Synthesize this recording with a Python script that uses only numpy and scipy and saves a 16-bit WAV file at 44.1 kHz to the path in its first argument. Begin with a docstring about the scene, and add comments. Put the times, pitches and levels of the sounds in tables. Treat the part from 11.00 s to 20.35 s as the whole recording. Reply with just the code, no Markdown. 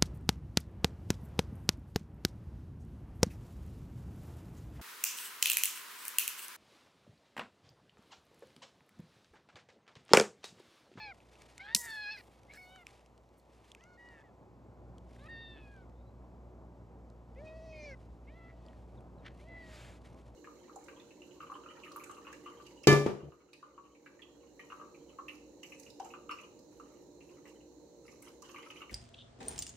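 """Young goat bleating near dry litter

A young goat bleats in thin, high cries that weaken, as harmonics shaped by mouth and throat resonances.
Close by, dry litter ticks (short rings) and rustles (grainy noise), and one stick snaps with a bright echo.
A far bird chirps in gliding whistles; late on, a soft hiss of smooth noise swells and fades.
The small two-port microphone also hears mains hum and a dull rush of air, both stronger after about 3 s."""
import sys
import numpy as np
from scipy import signal
from scipy.fft import rfft, irfft, next_fast_len
from scipy.io import wavfile
from scipy.ndimage import uniform_filter1d

SR = 44100
rng = np.random.default_rng(int(sys.argv[2]) if len(sys.argv) > 2 else 0)


def file_out(sig):
    """Save sig as 16-bit WAV at sys.argv[1]."""
    # one column per channel
    cols = np.atleast_2d(sig).T
    # limit, then scale
    lim = np.clip(cols, -1, 1)
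    pcm = np.round(lim * 32767).astype(np.int16)
    wavfile.write(sys.argv[1], SR, pcm)


def gain_from_decibels(decibels):
    """Convert decibel values to linear amplitude factors."""
    exponent = np.asarray(decibels, float) / 20
    return 10 ** exponent


N = 412313

# Background hum, low rumble and air rush, one row each. Each row: level before in dB, level after in dB,
# start of the change in seconds, end in seconds. The rush has its times reversed: it steps up at the second.
ROOM_TONE = [(-66, -53, 3.46, 3.83), (-70.5, -59, 2.78, 3.68), (-56.5, -54, 3.24, 3)]
# Harmonics of the mains hum. Each row: multiple of the hum pitch, level in dB.
HUM_ORDERS = [(1, -3), (2, -13), (3, -15), (4, -18.5), (5, -22.5), (6, -20.5)]
# Colour of the air rush. Each row: frequency in Hz, density in dB per Hz.
RUSH_COLOUR = [(47, -33), (80, -4), (123, 1), (146, -7), (233, -7), (603, -13.5), (1010, -20.5),
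               (1800, -39.5), (2340, -69.5), (3960, -120)]
# Colour of the microphone's own hiss. Each row: frequency in Hz, density in dB per Hz.
MIC_HISS_COLOUR = [(940, -33.5), (1600, -17), (1880, -2.5), (2260, -3), (3130, -8.5), (7700, -11.5),
                   (9420, -24), (10900, -19.5), (15800, -23.5)]
# The two microphone ports in diffuse sound. Each row: frequency in Hz, side minus mid in dB.
DIFFUSE_PORTS = [(60, -23.5), (150, -8), (380, -11.5), (950, -7.5), (2380, 0), (5980, -29.5), (15000, -4.5)]
# The two microphone ports in the foreground sounds. Each row: frequency in Hz, side minus mid in dB.
NEAR_PORTS = [(60, -23), (250, -12.5), (700, -15.5), (1290, -1), (2380, -17), (4400, -34), (8120, -5.5),
              (15000, -17.5)]

# Far bird chirps. Each row: start in seconds, length in seconds, start pitch in Hz, end pitch in Hz, level in dB.
CHIRPS = [(4.95, .17, 3550, 4100, -86), (7.965, .03, 4200, 3200, -76), (8.175, .035, 4200, 3600, -81)]

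# Litter rustle swells. Each row: peak time in seconds, peak level in dB, rise and fall in seconds per 20 dB.
RUSTLE = [(0.14, -71, 0.086, 0.26), (0.42, -64, 0.24, 0.57), (1.2, -69.5, 0.14, 0.52),
          (1.56, -63.5, 0.087, 0.053), (1.885, -67, 0.06, 0.26), (2.7, -68, 0.41, 0.11),
          (4.11, -74.5, 0.023, 0.13), (4.26, -69, 0.33, 0.091), (4.62, -78, 0.22, 0.54), (6.8, -76, .6, 1),
          (7.67, -77.5, 0.17, 0.91), (8.41, -70.5, 0.13, 0.12), (9.045, -68.5, 0.069, 0.46)]
# Colour of the litter. Each row: frequency in Hz, density in dB per Hz.
LITTER_COLOUR = [(880, -0.5), (1500, -1.5), (2170, 2), (4800, -4.5), (9510, -12), (13400, -23),
                 (15500, -38)]
# Short dull scuffs. Each row: peak time in seconds, peak level in dB, rise and fall in seconds per 20 dB.
SCUFFS = [(8.262, -56, 0.038, 0.073), (9.048, -56.5, 0.0056, 0.031)]
# Colour of the scuffs. Each row: frequency in Hz, density in dB per Hz.
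SCUFF_COLOUR = [(900, -20), (1400, -0.5), (1900, 5.5), (2500, -3.5), (3200, -4), (6000, -20), (15000, -48)]
# Thin bright rustles, as of dry grass. Each row: peak time in seconds, peak level in dB,
# rise and fall in seconds per 20 dB.
GRASS = [(1.19, -74, .25, 0.22), (1.55, -68.5, 0.035, 0.32), (2.385, -74.5, .02, 0.04)]
# Colour of the grassy rustles. Each row: frequency in Hz, density in dB per Hz.
GRASS_COLOUR = [(4000, -19), (8000, 2.5), (15000, -3)]
# Level curve of the long soft hiss. Each row: time in seconds, level in dB.
LONG_HISS = [(8.52, -81), (8.746, -57.5), (8.876, -59.5), (9.0, -71)]
# Colour of the long hiss. Each row: frequency in Hz, density in dB per Hz.
LONG_HISS_COLOUR = [(880, -7), (1500, -1.5), (2400, -0.5), (4200, -6.5), (5670, -13), (7210, -9),
                    (8180, -14), (15000, -30.5)]

# The clearest litter ticks. Each row: start in seconds, strength in dB, ringing pitch in Hz,
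# crack over the ring in dB.
TICKS = [(0.2035, -42, 2580, -21), (0.3546, -41, 2640, -16), (0.4196, -42.5, 2200, -2.5),
         (0.5796, -33, 2190, -4.5), (1.433, -51, 2300, -2), (1.537, -42.5, 7600, -1.5),
         (1.76, -33.5, 1420, -18.5), (1.8678, -26.5, 2430, -12), (1.994, -49, 2610, -10),
         (2.061, -52, 2680, -1.5), (2.178, -55, 3000, 0), (2.7173, -32.5, 3320, -12),
         (2.749, -31.5, 2500, -10.5), (2.809, -45, 3000, -17), (2.8386, -48, 2820, -0.5),
         (3.088, -50, 4500, -9.5), (3.9824, -45, 3250, -7), (4.1634, -43, 1790, -20),
         (7.664, -47, 4740, -13), (7.6849, -42.5, 3120, -23), (7.732, -44, 1800, -22)]

# The snap and its splinters. Each row: peak time in seconds, relative burst strength in dB.
SNAP = [(.7484, -2), (.7512, -15), (.7575, -25), (.7612, -22), (.7635, -19)]
# Brief modes of the stick. Each row: frequency in Hz, relative strength in dB, 60 dB decay in seconds.
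STICK_MODES = [(3400, -22, 0.00075), (4800, -7.5, 0.0014), (5752, 1.5, 0.0029), (6800, -4.5, .002),
               (8000, -6.5, .002), (9600, -6.5, 0.004), (12600, -15, 0.0011)]
# Low thump after the snap. One row: start in seconds, frequency in Hz, strength in dB before its soft onset,
# 60 dB decay in seconds.
THUMP = (.7512, 205, -30, .05)
# Colour of the snap's echoes. Each row: frequency in Hz, density in dB per Hz.
ECHO_COLOUR = [(2500, -26), (5000, -7), (7500, 0.5), (11000, -6), (15000, -9.5)]

# One short curve per held note of the goat. Each row: time in seconds, pitch in Hz, mouth resonance level in dB,
# mouth resonance in Hz, upper throat level in dB.
NOTES = [
    [(0.0, 874, -53.5, 2100, -53), (0.06, 842, -51.5, 2230, -58), (0.105, 797, -51, 2040, -68),
     (0.13, 650, -53, 1740, -78)],
    [(0.59, 736, -59, 1800, -65), (0.72, 910, -50.5, 1900, -61.5), (0.78, 979, -56, 2010, -78),
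     (0.915, 882, -44.5, 1740, -55), (1.05, 829, -45, 2030, -50.5), (1.102, 833, -41.5, 2050, -54),
     (1.122, 875, -48.5, 2280, -45), (1.172, 796, -51, 1860, -62)],
    [(1.168, 532, -50, 2180, -56), (1.215, 460, -62, 2000, -70)],
    [(1.48, 503, -74, 2190, -93), (1.515, 563, -54, 2250, -76.5), (1.545, 595, -74, 2280, -71)],
    [(1.53, 827, -61.5, 1680, -74), (1.58, 877, -61, 1850, -71)],
    [(1.57, 738, -53.5, 2160, -75), (1.68, 736, -63, 1960, -69), (1.765, 758, -77, 1710, -61),
     (1.84, 667, -83, 2100, -68)],
    [(2.765, 494, -73.5, 2090, -88.5), (2.82, 667, -67, 1900, -89), (2.87, 721, -67.5, 1500, -87),
     (2.972, 719, -68.5, 1440, -85)],
    [(2.972, 933, -68, 1890, -85), (2.995, 960, -59, 1850, -90), (3.09, 957, -58.5, 1943, -87),
     (3.23, 863, -71, 1960, -82)],
    [(3.235, 1010, -66.5, 2050, -87.5), (3.305, 830, -80, 1910, -91)],
    [(4.185, 497, -68.5, 1500, -80), (4.21, 549, -70, 1700, -74), (4.245, 592, -60.5, 1400, -83.5),
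     (4.282, 650, -59, 1610, -82)],
    [(4.283, 920, -52.5, 1800, -79), (4.32, 919, -50, 1800, -64), (4.43, 916, -55, 1840, -60.5),
     (4.52, 899, -62, 1740, -59), (4.625, 845, -67.5, 2370, -76), (4.74, 813, -63.5, 1617, -93),
     (4.848, 704, -72.5, 1535, -92.5)],
    [(6.355, 484, -74.5, 2080, -83), (6.395, 557, -63, 2145, -95), (6.43, 623, -75.5, 1860, -97.5),
     (6.475, 628, -59.5, 2370, -72), (6.54, 640, -68, 2210, -81.5), (6.65, 646, -70, 2170, -77),
     (6.757, 621.4, -59, 2470, -72.5), (6.86, 590, -58, 2330, -65.5), (6.915, 542, -54, 1950, -71),
     (6.952, 488, -59, 1910, -92.5)],
    [(7.268, 498, -73.5, 2080, -91), (7.29, 558, -62.5, 2225, -91.5), (7.315, 625, -72, 1950, -81),
     (7.375, 680, -65, 1770, -79), (7.5, 662, -64.5, 1780, -80.5), (7.56, 655, -88, 1990, -93),
     (7.69, 634, -78.5, 1887, -96), (7.79, 604, -86.5, 1850, -95)],
    [(8.39, 500, -64.5, 2206, -88.5), (8.42, 586, -71, 2240, -88), (8.45, 630, -79, 2130, -86),
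     (8.49, 671, -57.5, 2080, -83), (8.58, 669, -52.5, 2020, -77), (8.7, 626, -69, 1950, -72.5),
     (8.85, 577, -83, 1914, -91)],
]
# The voice of each note. Each row: fundamental level in dB, mouth width in Hz, upper throat resonance in Hz
# at the start and at the end, throat width in Hz.
VOICES = [(-53.5, 610, 4100, 4460, 770), (-61, 550, 3700, 4300, 870), (-77, 700, 4700, 4300, 860),
          (-84, 170, 4000, 3900, 540), (-74, 400, 5100, 4300, 820), (-66.5, 440, 5400, 1540, 1500),
          (-94, 910, 5600, 3900, 1500), (-74, 670, 4500, 2500, 2400), (-90, 350, 2600, 3400, 900),
          (-66, 1300, 3400, 4200, 450), (-79, 700, 3950, 2800, 790), (-53, 440, 3900, 5250, 1900),
          (-68.5, 490, 3100, 2500, 1300), (-64, 350, 3000, 5300, 1200)]
# Breath in each note. Each row: added hoarse share 0-1 at the start, the same as it breaks off, haze level in dB.
BREATH = [(0, .02, -74), (.1, .02, -74), (.04, .05, -76), (.03, .1, -82), (.3, .5, -74), (0, .05, -84),
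          (.05, 0, -86), (.03, .08, -83), (0, .1, -86), (0, .05, -88), (0, .06, -86), (.01, .012, -81),
          (.02, .1, -86), (.03, .05, -84)]
# The voice catches and turns hoarse for a moment. Each row: centre in seconds, half length in seconds, depth 0-1.
CATCHES = [(.69, .035, .3), (.86, .045, .28), (1.14, .012, .12), (3.18, .07, .3), (4.58, .035, .3),
           (7.51, .025, .35)]
# Brief thin squeaking tones heard within the goat's cries. Each row: start in seconds, length in seconds,
# start pitch in Hz, end pitch in Hz, rms level in dB.
SQUEAKS = [(0.0, 0.089, 2390, 2240, -55.5), (0.595, 0.039, 2050, 2350, -51.5),
           (6.725, 0.132, 2220, 2067, -63.5)]


def rms_one(x):
    """Scale to unit rms."""
    return x / np.sqrt(np.mean(x ** 2) + 1e-20)


def drift(hz, size=N):
    """Slow random wander of spread 1: noise through two equal low-pass poles at hz."""
    pole = np.exp(-2 * np.pi * hz / SR)
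    noise = rng.standard_normal(size + SR // 2)
    slow = signal.lfilter([1], [1, -2 * pole, pole * pole], noise)[SR // 2:]
    return rms_one(slow - slow.mean())


def coloured(x, spectrum, turn=1):
    """Shape sound to a spectrum; turn = 1j shifts it a quarter cycle."""
    size = next_fast_len(N)
    hz = np.maximum(np.arange(size // 2 + 1) * SR / size, 1)
    point_hz, point_db = np.transpose(spectrum)
    gain = gain_from_decibels(np.interp(np.log(hz), np.log(point_hz), point_db))
    return irfft(turn * rfft(x, size) * gain, size)[..., :N]


def played(rows, fade_s=0.0051):
    """The samples of a curve, a soft on-off gate and its columns."""
    s, *columns = np.transpose(rows)
    span = np.arange(max(round(s[0] * SR), 0), min(round(s[-1] * SR), N))
    t = span / SR
    since_start = t - s[0] + (s[0] < 0.005)     # a sound at the very start has no fade-in
    gate = np.clip(np.minimum(since_start, s[-1] - t) / fade_s, 0, 1)
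    return span, gate, [np.interp(t, s, c) for c in columns]


def whistles(rows, grain, grain_hz):
    """Gliding sines with an unsteady height."""
    out = np.zeros(N)
    for s, length, start_hz, end_hz, db in rows:
        span, gate, (hz,) = played([(s, start_hz), (s + length, end_hz)])
        tone = np.sin(2 * np.pi * np.cumsum(hz) / SR)
        out[span] += gate * gain_from_decibels(db) * tone * (1 + grain * drift(grain_hz, size=len(span)))
    return out


def swells(gain, spectrum, grain_db):
    """Noise of uneven grain under a level curve."""
    grains = rng.standard_normal(N) * gain_from_decibels(grain_db * drift(43))
    return gain * rms_one(coloured(grains, spectrum))


def stereo_noise(spectrum):
    """Diffuse noise: the ports share most of it, a little out of phase; the rest is their own."""
    own_share = 0.27     # part of the ports' difference that is unrelated noise
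    mid, own = coloured(rng.standard_normal((2, N)), spectrum)
    difference = np.sqrt(1 - own_share) * mid + np.sqrt(own_share) * own
    side = coloured(difference, DIFFUSE_PORTS, turn=1j)
    return (mid + side * [[1], [-1]]) / np.std(mid)


def room_tone():
    """Mains hum wavering slightly, a dull rush of air, and the microphone's own hiss."""
    hum_hz, hum_waver_db = 59.54, 2.2
    air_gust_db, mic_hiss_db = 1.2, -82.5
    t = np.arange(N) / SR
    hum_db, rumble_db, rush_db = [np.interp(t, [t0, t1], [before, after])
                                  for before, after, t0, t1 in ROOM_TONE]
    phase = 2 * np.pi * np.cumsum(hum_hz + 0.5 * drift(2)) / SR
    hum = sum(gain_from_decibels(db + hum_waver_db * drift(12)) * np.cos(k * phase) for k, db in HUM_ORDERS)
    air = stereo_noise(RUSH_COLOUR) * gain_from_decibels(air_gust_db * drift(7.9))
    rumble = signal.sosfiltfilt(signal.butter(1, 550, fs=SR, output="sos"), air)
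    moving_air = gain_from_decibels(rumble_db) * rumble + gain_from_decibels(rush_db) * (air - rumble)
    return np.sqrt(2) * gain_from_decibels(hum_db) * hum + moving_air + gain_from_decibels(mic_hiss_db) * stereo_noise(MIC_HISS_COLOUR)


def bird():
    """Far off: short, grainy gliding whistles."""
    return whistles(CHIRPS, grain=0.79, grain_hz=120)


def litter_moving(rows):
    """Gain of a rustle: each swell rises and falls evenly in dB."""
    t = np.arange(N) / SR
    return sum(gain_from_decibels(db - 20 * np.abs(t - s) / np.where(t < s, rise, fall)) for s, db, rise, fall in rows)


def rustle():
    """Litter, scuffs and grass rustle as noise in clumped grains."""
    litter = swells(litter_moving(RUSTLE), LITTER_COLOUR, grain_db=3.0)
    scuffs = swells(litter_moving(SCUFFS), SCUFF_COLOUR, grain_db=4.0)
    grass = swells(litter_moving(GRASS), GRASS_COLOUR, grain_db=2.5)
    return litter + scuffs + grass


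def long_hiss():
    """Smooth noise under a level curve that swells and fades."""
    span, gate, (db,) = played(LONG_HISS, fade_s=0.02)
    gain = np.zeros(N)
    gain[span] = gate * gain_from_decibels(db)
    return swells(gain, LONG_HISS_COLOUR, grain_db=0.5)


def small_ticks():
    """Rows of faint ticks, falling by chance and more often where the litter moves."""
    most_per_s, base_db, spread_db, crack_db = 25, -60, 3, -6
    when, chance, size, tone = rng.random((4, 250))
    busy = litter_moving(RUSTLE)[(when * N).astype(int)] ** 0.75
    kept = chance < most_per_s * N / SR / len(when) * busy / busy.max()
    strength_db = base_db - spread_db * np.log(size + 0.074)
    rows = np.transpose([when * N / SR, strength_db, 1800 * 2.5 ** tone, crack_db + 0 * tone])
    return rows[kept]


def ticks():
    """Each tick of the litter is a short ring with a bright crack on top."""
    out, t = np.zeros(N + SR), np.arange(SR // 50) / SR
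    bright_band = signal.butter(2, [3500, 8000], "band", fs=SR, output="sos")
    for s, strength_db, hz, crack_db in [*TICKS, *small_ticks()]:
        body = np.sin(2 * np.pi * hz * t) * np.exp(-t / 0.00073) * (1 - np.exp(-t / 0.0006))
        crack = signal.sosfilt(bright_band, rng.standard_normal(len(t))) * np.exp(-t / 0.0013)
        out[round(s * SR):][:len(t)] += gain_from_decibels(strength_db) * (body + gain_from_decibels(crack_db) * crack)
    return signal.sosfilt(signal.butter(4, 1300, "high", fs=SR, output="sos"), out[:N])


def ring(clicks, hz, t60):
    """A two-pole resonator: a unit click sets a decaying sine of height 1 ringing."""
    r, w = gain_from_decibels(-60 / (t60 * SR)), 2 * np.pi * hz / SR
    return signal.lfilter([0, np.sin(w)], [1, -2 * r * np.cos(w), r * r], clicks + 1e-18)


def snap():
    """Every splinter is a short tearing burst into the stick's brief modes; a soft low thump follows."""
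    t, tearing = np.arange(N) / SR, rng.standard_normal(N)
    bursts = sum(gain_from_decibels(db) * np.exp(-np.abs(t - s) / np.where(t < s, 0.0002, 0.0013)) for s, db in SNAP)
    crack = sum(gain_from_decibels(db - 20) * ring(tearing * bursts, hz, t60) for hz, db, t60 in STICK_MODES)
    crack = signal.sosfilt(signal.butter(2, 2900, "high", fs=SR, output="sos"), crack)
    s, hz, db, t60 = THUMP
    since = np.maximum(t - s, 0)
    thump_height = gain_from_decibels(db - 60 * since / t60) * (1 - np.exp(-250 * since))
    return crack + np.sin(2 * np.pi * hz * since) * thump_height


def echoes():
    """The snap scatters back as a dense bright hiss: a short gap, a quick fall, then a thin lingering tail."""
    level_db, t60_s, arrives_s = -37, 0.36, 0.0094
    late_db, late_t60_s = -21, 0.82     # the tail, relative to the bulk
    t = np.maximum(np.arange(N) / SR - SNAP[0][0], 0)
    fall = gain_from_decibels(-60 * t / t60_s) + gain_from_decibels(late_db - 60 * t / late_t60_s)
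    arrival = np.clip(t / arrives_s, 0, 1) ** 2
    return swells(gain_from_decibels(level_db) * fall * arrival, ECHO_COLOUR, grain_db=2.0)


def resonance(hz, centre_hz, width_hz):
    """Gain of a cavity across the harmonics; steep skirts keep the valleys dark."""
    shape = 1 / (1 + ((hz - centre_hz) / width_hz) ** 2) ** 2
    return shape / np.sqrt(np.sum(shape ** 2, axis=0))


def escaping_air(throat_hz, throat_width_hz, size):
    """Air escaping past the folds: noise around the upper throat resonance."""
    reach_hz = 1.1 * throat_width_hz
    edges = [max(throat_hz - reach_hz, 1500), throat_hz + reach_hz]
    band = signal.butter(2, edges, "band", fs=SR, output="sos")
    return rms_one(signal.sosfilt(band, rng.standard_normal(size)))


def bleat(rows, voice, breath):
    """Steady vocal folds give clean harmonics; mouth and throat pick the loud ones, hoarseness smears them."""
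    low_db, mouth_width_hz, throat_hz, throat_end_hz, throat_width_hz = voice
    at_start, at_end, haze_db = breath
    clear, settle_s, break_s = 0.006, 0.17, 0.06     # hoarse share of a held note; clearing and cracking times
    flutter_db_per_order, fundamental_fade_s = 0.5, 0.029
    half_lines, beat_cycles = 1.3, 6     # in a catch, strength of the slower beats; one long beat in six cycles
    k = np.arange(2, 14)[:, None]     # harmonics above the fundamental
    span, gate, (pitch, mouth_db, mouth_hz, throat_db) = played(rows)
    size = len(span)
    since = np.arange(size) / SR

    rough = clear + at_start * np.exp(-since / settle_s) + at_end * np.exp(-since[::-1] / break_s)
    caught = sum(depth * np.exp(-((span / SR - s) / half) ** 2) for s, half, depth in CATCHES)
    rough = np.minimum(rough + caught ** 2, 0.9)

    # the folds glide, they do not turn corners
    pitch = uniform_filter1d(pitch, size=SR // 55, mode="nearest")
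    phase = 2 * np.pi * np.cumsum(pitch * (1 + 0.008 * drift(40, size=size))) / SR
    throat_glide_hz = np.linspace(throat_hz, throat_end_hz, size)
    mouth = gain_from_decibels(mouth_db) * resonance(k * pitch, mouth_hz, mouth_width_hz)
    throat = gain_from_decibels(throat_db) * resonance(k * pitch, throat_glide_hz, throat_width_hz)

    # high harmonics come and go, and uneven cycles blur them first
    flutter = np.array([gain_from_decibels(flutter_db_per_order * order * drift(8.7, size=size)) for order in k[:, 0]])
    clean = (1 - rough) ** (k ** 2 / 6)
    smear = np.sqrt(clean) + np.sqrt(1 - clean) * np.array([drift(270, size=size) for _ in k])
    upper = np.sum((mouth + throat) * flutter * smear * np.sin(k * phase + k ** 2), axis=0)
    # in a catch every second cycle is weaker and the voice beats slowly
    upper *= 1 + half_lines * caught * (np.cos(phase / 2) + 2 * np.cos(phase / beat_cycles))

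    haze = gain_from_decibels(haze_db + 2 * drift(16, size=size)) * escaping_air(throat_hz, throat_width_hz, size)
    low_gate = played(rows, fundamental_fade_s)[1]
    low = low_gate * (gain_from_decibels(low_db) * np.sin(phase) + haze)
    return span, np.sqrt(2) * (low + gate * upper)


def goat():
    """The bleated notes in turn, with brief thin squeaks over some of them."""
    out = np.sqrt(2) * whistles(SQUEAKS, grain=0.3, grain_hz=150.24)
    for rows, voice, breath in zip(NOTES, VOICES, BREATH):
        span, note = bleat(rows, voice, breath)
        out[span] += note
    return out


def scene():
    """Foreground sounds over the room tone; the ports hear them a little out of phase."""
    near = bird() + rustle() + long_hiss() + ticks() + snap() + echoes() + goat()
    side = coloured(near, NEAR_PORTS, turn=1j)
    return near + side * [[1], [-1]] + room_tone()


def top_cut(x):
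    """Nothing passes above the cut-off."""
    return signal.sosfilt(signal.butter(12, 15600, fs=SR, output="sos"), x)


def record(dry):
    """A steep low-pass filter cuts the top of what the microphone hears."""
    mix = signal.sosfilt(signal.butter(12, 15200, fs=SR, output="sos"), dry)
    return top_cut(mix)


dry = scene()
out = record(dry)
file_out(out)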